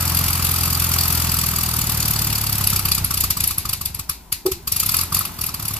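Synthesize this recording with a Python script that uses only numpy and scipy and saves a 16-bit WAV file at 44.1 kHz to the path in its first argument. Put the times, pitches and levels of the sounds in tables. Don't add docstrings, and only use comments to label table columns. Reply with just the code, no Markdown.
import sys
import numpy as np
from scipy import signal
from scipy.fft import rfft, irfft, next_fast_len
from scipy.io import wavfile
from scipy.ndimage import uniform_filter1d

SR = 44100
rng = np.random.default_rng(int(sys.argv[2]) if len(sys.argv) > 2 else 0)


def level_to_linear(level):
    exponent = np.asarray(level, float) / 20
    return 10 ** exponent


def transcribe(u):
    v = np.clip(np.atleast_2d(u).T, -1, 1)
    q = np.round(v * 32767).astype(np.int16)
    wavfile.write(sys.argv[1], SR, q)


N = 255320

# (time [s], firings so far [count])
CRANK_POINTS = [(.0068, 0), (.7275, 31), (1.8168, 76), (2.1634, 89), (2.6138, 105), (3.3081, 127),
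                (3.4415, 131), (4.266, 150), (4.3266, 151), (4.4113, 152), (4.466, 153), (4.6784, 157),
                (4.7663, 159), (4.8648, 162), (5.0593, 170), (5.3914, 185), (5.4927, 189), (5.796, 200)]


def crank_times(count):
    s, n = np.transpose(CRANK_POINTS)
    slope = np.gradient(s, n)
    i = np.clip(np.searchsorted(n, count, "right") - 1, 0, len(n) - 2)
    span, rise = np.diff(n)[i], np.diff(s)[i]
    u = (count - n[i]) / span
    bend_start = span * slope[i] - rise
    bend_end = span * slope[i + 1] - rise
    return s[i] + u * rise + u * (1 - u) * ((1 - u) * bend_start - u * bend_end)


def firings():
    # (time [s], jet [dB], thump [dB], bark [dB])
    burn = np.array([(0.0, -22.5, -19, -37), (.4, -22, -20.5, -34.5), (1.2, -21, -19, -37),
                     (1.6, -23.5, -21.5, -35.5), (2.0, -22, -19.5, -38), (2.581, -22, -20.5, -39.5),
                     (2.61, -15, -19, -28), (3.45, -14.5, -23, -32), (3.85, -20, -27.5, -33),
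                     (4.1, -16, -26.5, -39), (4.35, -14.5, -29.5, -30.5), (4.8, -14.5, -27.5, -32.5),
                     (4.97, -14.5, -27, -22), (5.19, -18, -27, -26), (5.25, -19.5, -35.5, -29.5),
                     (5.45, -22, -27.5, -34.5), (5.6, -23.5, -28.5, -31), (5.79, -23.5, -27.5, -34)])
    # (jet lateness [s], jet [dB], thump [dB], bark [dB])
    cylinders = np.array([(0.0013, 5, -2.5, 2.5), (0.00054, 3.5, -1.45, 9.5), (0.0026, 5.5, -1, 0),
                          (0.0024, 6, -1.9, 7.5)])
    # (jet [dB], thump [dB], bark [dB], low tips [dB], whistle [dB])
    uneven = np.array([(3.5, -4.5, -14.5, -7, 1.5), (-1.5, -1.5, 3.5, 0.5, -2), (3, -1, -7, -2, 4),
                       (0.5, -2, 0, 7, 5.5)])
    # (start [s], end [s], jet loss [dB], thump loss [dB])
    misfires = [(2.81, 2.84, 14, -2.5), (3.0, 3.03, 23, 0), (3.065, 3.095, 31, 6), (3.26, 3.29, 25, 6),
                (3.325, 3.355, 37, 19), (3.53, 3.56, 19, 14), (3.6, 3.635, 37, 24), (3.755, 3.795, 20, 4),
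                (3.885, 3.925, 27.5, 4), (4.02, 4.07, 30, 25), (4.12, 4.3, 55, 36), (4.36, 4.44, 34, 16),
                (4.55, 4.65, 39, 9), (5.045, 5.115, 27, 10), (5.222, 5.243, 33, 11), (5.265, 5.38, 22, 6),
                (5.505, 5.53, 24, 7), (5.56, 5.585, 26, 16)]
    # (time [s], extra jet [dB], extra bark [dB], extra whistle [dB])
    single_burns = [(2.674, -1.5, -1.5, 2), (2.764, -3, 4, -6), (2.92, 1, 2, -2), (4.865, -6, 1, -1),
                    (3.047, -4, 3, 4.5), (3.113, 1.5, 6, 0.5), (3.24, -1.5, 2, 1), (3.307, -1, 2, -10),
                    (3.477, -2.5, -15, 6), (3.583, -3, 3.5, 5.5), (3.657, 0.5, 3, -16), (3.696, 1, 5, -1),
                    (3.735, 2, 0.5, -2), (3.817, -1, -3, -9), (3.949, -3, 8, 2.5), (4.096, 0, 12, 1.5),
                    (4.894, 2, 1.5, -1), (4.521, -1, 0, -11), (4.679, 1.5, 0, -1), (4.803, 2.5, 12, 0),
                    (5.127, 4, -2, 5), (5.546, 3, 4, 1), (4.971, -2, -11, 2), (4.992, -4.5, -2, -12),
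                    (5.035, -10, -8, 9.5), (5.149, -2, -1, -5), (5.193, 0.5, -6, 6.5), (5.392, -4, -2.5, -5),
                    (5.601, 2, -5, -7), (5.685, 2.5, -1.5, 3.5)]
    stumble_s = 2.6
    bark_loss = 0.63

    count = np.arange(-1, CRANK_POINTS[-1][1])
    cylinder = count % 4
    s = crank_times(count)
    even = s < stumble_s
    strength = [np.interp(s, burn[:, 0], burn[:, k]) for k in (1, 2, 3)]
    rows = np.column_stack([s] + strength + [0 * s, 0 * s])
    rows[even, 1:4] += cylinders[cylinder[even], 1:]
    rows[~even, 1:] += uneven[cylinder[~even]]

    chance = rng.standard_normal((len(s), 6))
    spread_db = np.where(even[:, None], [1.43, 0.5, 1.1, 1.6, 2.2], [1.72, 1.5, 1.4, 0.93, 0.55])
    rows[:, 1:] += chance[:, 1:] * spread_db
    for start, end, jet_db, thump_db in misfires:
        rows[(start < s) & (s < end), 1:4] -= [jet_db, thump_db, bark_loss * jet_db]
    for at, *extra_db in single_burns:
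        rows[np.argmin(abs(s - at)), [1, 3, 5]] += extra_db
    late = even * (cylinders[cylinder, 0] + 0.00099 * chance[:, 0])
    return rows, late


def jets(fire, late):
    # (frequency [Hz], level per Hz [dB])
    jet_colour = [(880, -11), (1500, -70), (2640, -4.5), (3180, -6.5), (4710, -7), (6310, -2.5), (12700, 3),
                  (14600, 0.5), (15500, -30)]
    # (frequency [Hz], width [Hz], level [dB])
    tip_modes = [(2623, 860, -7.5), (3490, 120, -4.5), (4700, 530, 1.5), (5535, 430, -2), (6925, 97, 2.5),
                 (7875, 110, 1), (9430, 830, -7.5), (11470, 230, -3), (12540, 3200, -2), (12640, 350, -3),
                 (13600, 410, -0.5)]
    # (frequency [Hz], width [Hz], level [dB])
    shriek_modes = [(10800, 600, -2), (11500, 600, 0), (12500, 700, -6)]
    # (frequency [Hz], width [Hz], level [dB])
    bark_modes = [(825, 460, -24.5), (1086, 62, -1), (1151, 116, 7), (1237, 150, 5)]

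    s, jet_db, thump_db, bark_db, low_db, whistle_db = fire.T
    s = s + late - .015
    flow = puff(rise_s=.0034, fall_s=.003, tail_s=.016, tail_db=-8.0)
    peak = puff(rise_s=.0016, fall_s=.0016, tail_s=0.026, tail_db=-15.5)
    crack = puff(rise_s=0.0014, fall_s=0.0072, tail_s=0.012, tail_db=-3.0)

    body_db = jet_db - 0.71 * np.maximum(whistle_db, 0)
    hiss = level_to_linear(-5) * stereo_noise(jet_colour) * train(s, body_db + .4 * low_db, flow)
    low_tips = np.array(tip_modes)[:, 0] < 6000
    tips_db = body_db[:, None] + np.outer(0.83 * low_db, low_tips)
    tips = level_to_linear(1.5) * whistles(s, tips_db, tip_modes, flow, spread_db=3.0)
    shriek_db = np.outer(jet_db + 2.08 * whistle_db, np.ones(len(shriek_modes)))
    shriek = level_to_linear(-5.0) * whistles(s, shriek_db, shriek_modes, peak, spread_db=0.5)
    each_bark_db = np.outer(bark_db, np.ones(len(bark_modes)))
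    bark = level_to_linear(4.0) * whistles(s - .004, each_bark_db, bark_modes, crack, spread_db=-0.56)
    return hiss + tips + shriek + bark


def whistles(times, db, modes, shape, spread_db):
    steady = 0.53
    white, out = stereo_noise([(20, 0), (20000, 0)]), 0
    odd = spread_db * rng.standard_normal((len(times), len(modes)))
    power = sum(level_to_linear(2 * level_db) * width_hz for hz, width_hz, level_db in modes)
    for k, (hz, width_hz, level_db) in enumerate(modes):
        tone = resonate(white, hz, width_hz)
        swell = uniform_filter1d(tone ** 2, round(.3 * SR / width_hz))
        swell = swell / np.mean(tone ** 2, axis=1, keepdims=True)
        tone = rms_one(tone / (swell + .05) ** (steady / 2)) * np.sqrt(width_hz)
        gate = train(times, db[:, k] + level_db + odd[:, k], shape)
        out = out + resonate(tone * gate, hz, width_hz)
    return out / np.sqrt(power)


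def puff(rise_s, fall_s, tail_s, tail_db):
    t = np.arange(SR // 8) / SR - .015
    after = np.clip(t, 0, 1)
    fall = np.exp(-after / fall_s) + level_to_linear(tail_db) * np.exp(-after / tail_s)
    rise = np.where(t < 0, np.exp(-.5 * (t / rise_s) ** 2), 1)
    return rise * fall / (1 + level_to_linear(tail_db))


def thumps(fire):
    # (frequency [Hz], t60 [s], left bank [dB], right bank [dB])
    pipes = [(40, .12, -6, -12), (83.4, .07, 8.8, 5.8), (104, .07, 9, 5.3), (204, .25, -19, -26),
             (141, .04, -10, 9), (265, .06, -19, -17), (62, .12, -16, -16)]
    t, out = np.arange(SR // 4) / SR, 0
    opening = 1 - np.exp(-t / .002)
    spread_db = np.where(fire[:, :1] > 2.9, 1.5, .4)
    odd = rng.standard_normal((len(fire), len(pipes))) * spread_db
    left_bank = np.arange(len(fire)) % 2
    gap_s = np.gradient(fire[:, 0])
    for k, (hz, t60, left_db, right_db) in enumerate(pipes):
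        ring = (-1) ** k * np.sin(2 * np.pi * hz * t) * level_to_linear(-60 * t / t60) * opening
        db = fire[:, 2] + np.where(left_bank, left_db, right_db) + odd[:, k]
        if 50 < hz < 70 or hz > 130:
            db += np.interp(gap_s, [.026, .032], [0, 17.5 if hz < 70 else -4.0])
        out = out + train(fire[:, 0] - .0058, db, ring)
    return out


def cough():
    # (time [s], peak level [dB], frequency [Hz], swell [s], t60 [s])
    intake_rings = [(4.4525, -11.5, 372, .013, .05), (4.454, -33, 640, .006, .07),
                    (4.455, -27, 490, .01, .09), (4.456, -33, 880, .005, .06), (4.472, -32, 800, .006, .07),
                    (4.482, -16, 385, .006, .045), (4.5, -23, 375, .022, .045), (4.535, -38, 345, .04, .09),
                    (4.59, -44, 395, .015, .1), (4.4633, -17, 372, .009, .03)]
    age, out = np.arange(SR // 4) / SR, 0
    for s, db, hz, swell_s, t60 in intake_rings:
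        swell = np.sin(np.pi / 2 * np.minimum(age / swell_s, 1))
        decay = level_to_linear(-60 * np.maximum(age - swell_s, 0) / t60)
        out = out + train(np.array([s]), np.array([db]), swell * decay * np.sin(2 * np.pi * hz * age))
    return out


def clatter(fire):
    # (frequency [Hz], level per Hz [dB])
    tin_colour = [(530, -14.5), (900, -5), (1080, -15), (1380, -6), (1770, -10), (12700, -16.5), (14800, 1),
                  (15500, -49)]
    # (frequency [Hz], level per Hz [dB])
    rumble_colour = [(25, -31), (45, -3), (97, -21), (157, -3.5), (230, -10), (314, -12.5), (374, -13.5),
                     (494, -24), (1000, -12), (1300, -32)]
    # (frequency [Hz], level per Hz [dB])
    slab_colour = [(25, -6), (42, -6), (62, 1), (90, -14), (200, -60)]
    full_speed_hz, shake_s = 41.8, 0.049
    dead_db = 10.5

    t, s = np.arange(N) / SR, fire[:, 0]
    halvings = np.interp(t, s, np.log2(full_speed_hz * np.gradient(s)))
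    burn_db = np.maximum(fire[:, 2] - fire[0, 2], -dead_db)
    swing_db = uniform_filter1d(np.interp(t, s, burn_db), round(shake_s * SR))
    tin_db = -21.5 - 9.5 * halvings + 1.11 * swing_db
    rumble_db = -35 - 5.5 * halvings + 0.61 * swing_db
    slab = level_to_linear(-44) * stereo_noise(slab_colour).mean(axis=0)
    tin = level_to_linear(tin_db - 5.5) * stereo_noise(tin_colour)
    rumble = level_to_linear(rumble_db + 1.5) * stereo_noise(rumble_colour)
    return slab + tin + rumble


def garage(x):
    # (frequency [Hz], level per Hz [dB])
    wash_colour = [(410, -50), (700, -10.5), (1130, -7.5), (1690, -6.5), (2560, 4.5), (3190, -4), (3920, 5),
                   (4700, 5.5), (6260, -0.5), (6850, 2), (9720, -4), (11400, -5), (12800, 5.5), (14500, -4),
                   (15500, -28)]
    t60_s, wash_db = 0.28, -10
    keep = level_to_linear(-120 / (t60_s * SR))
    power = signal.lfilter([1 - keep], [1, -keep], np.mean(x ** 2, axis=0))
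    late = np.append(np.zeros(round(0.001 * SR)), power)[:N]
    return level_to_linear(wash_db) * np.sqrt(late) * stereo_noise(wash_colour)


def stereo_noise(spectrum):
    # (frequency [Hz], likeness [0-1])
    likeness = [(60, 0.4), (130, .98), (290, 0.82), (640, 0.46), (1410, 0.6), (3100, 0.58), (6300, 0.12),
                (10000, 0.37), (12500, 1), (15000, 0.7)]
    # (frequency [Hz], left minus right [dB])
    lean = [(60, 4.5), (110, 5.5), (200, 2), (380, 0.5), (700, 2), (1290, -6), (2380, 0.5), (4400, 1.5),
            (8120, 2), (15000, 3)]
    # (frequency [Hz], phase [rad])
    lead = [(60, 0), (1200, -.5), (2800, -.7), (3800, 1.2), (5200, 2.0), (6300, 3.0), (7800, 1.5),
            (9500, .4), (11400, -.6), (12600, -1.5), (15000, -2.0)]
    size = next_fast_len(N)
    hz = np.fft.rfftfreq(size, 1 / SR)
    mid, side = rfft(rng.standard_normal((2, size)))
    alike = np.clip(at_hz(likeness, hz), 0, 1)
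    half = np.array([[.5], [-.5]])
    pair = np.sqrt(1 + alike) * mid + np.sqrt(1 - alike) * side * [[1], [-1]]
    pair = pair * level_to_linear(at_hz(spectrum, hz) + at_hz(lean, hz) * half)
    pair = pair * np.exp(1j * at_hz(lead, hz) * half)
    return rms_one(irfft(pair, size)[:, :N])


def at_hz(points, hz):
    point_hz, value = np.transpose(points)
    return np.interp(np.log(np.maximum(hz, 1)), np.log(point_hz), value)


def rms_one(x):
    return x / np.sqrt(np.mean(x ** 2) + 1e-20)


def resonate(x, hz, width_hz):
    r = np.exp(-np.pi * width_hz / SR)
    poles = [1, -2 * r * np.cos(2 * np.pi * hz / SR), r * r]
    return signal.lfilter([(1 - r * r) / 2, 0, (r * r - 1) / 2], poles, x)


def train(times, db, shape):
    margin = SR // 2
    out = np.full(N + 2 * SR, 1e-9)
    starts = np.round(times * SR).astype(int) + margin
    for at, gain in zip(starts, level_to_linear(db)):
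        out[at:at + len(shape)] += gain * shape
    return out[margin:margin + N]


def scene():
    fire, late = firings()
    bright = jets(fire, late)
    low = thumps(fire) * level_to_linear(np.array([[-.2], [.2]]))
    return bright + garage(bright) + cough() + low + clatter(fire)


def roll_off(x):
    return signal.sosfilt(signal.butter(12, 15000, fs=SR, output="sos"), x)


def record(dry):
    rounded = 1.02 * np.tanh(dry / 1.02)
    cut = signal.sosfilt(signal.cheby2(12, 70, 16060, fs=SR, output="sos"), rounded)
    cut = signal.sosfilt(signal.butter(2, 18, "high", fs=SR, output="sos"), cut)
    return roll_off(cut)


dry = scene()
out = record(dry)
transcribe(out)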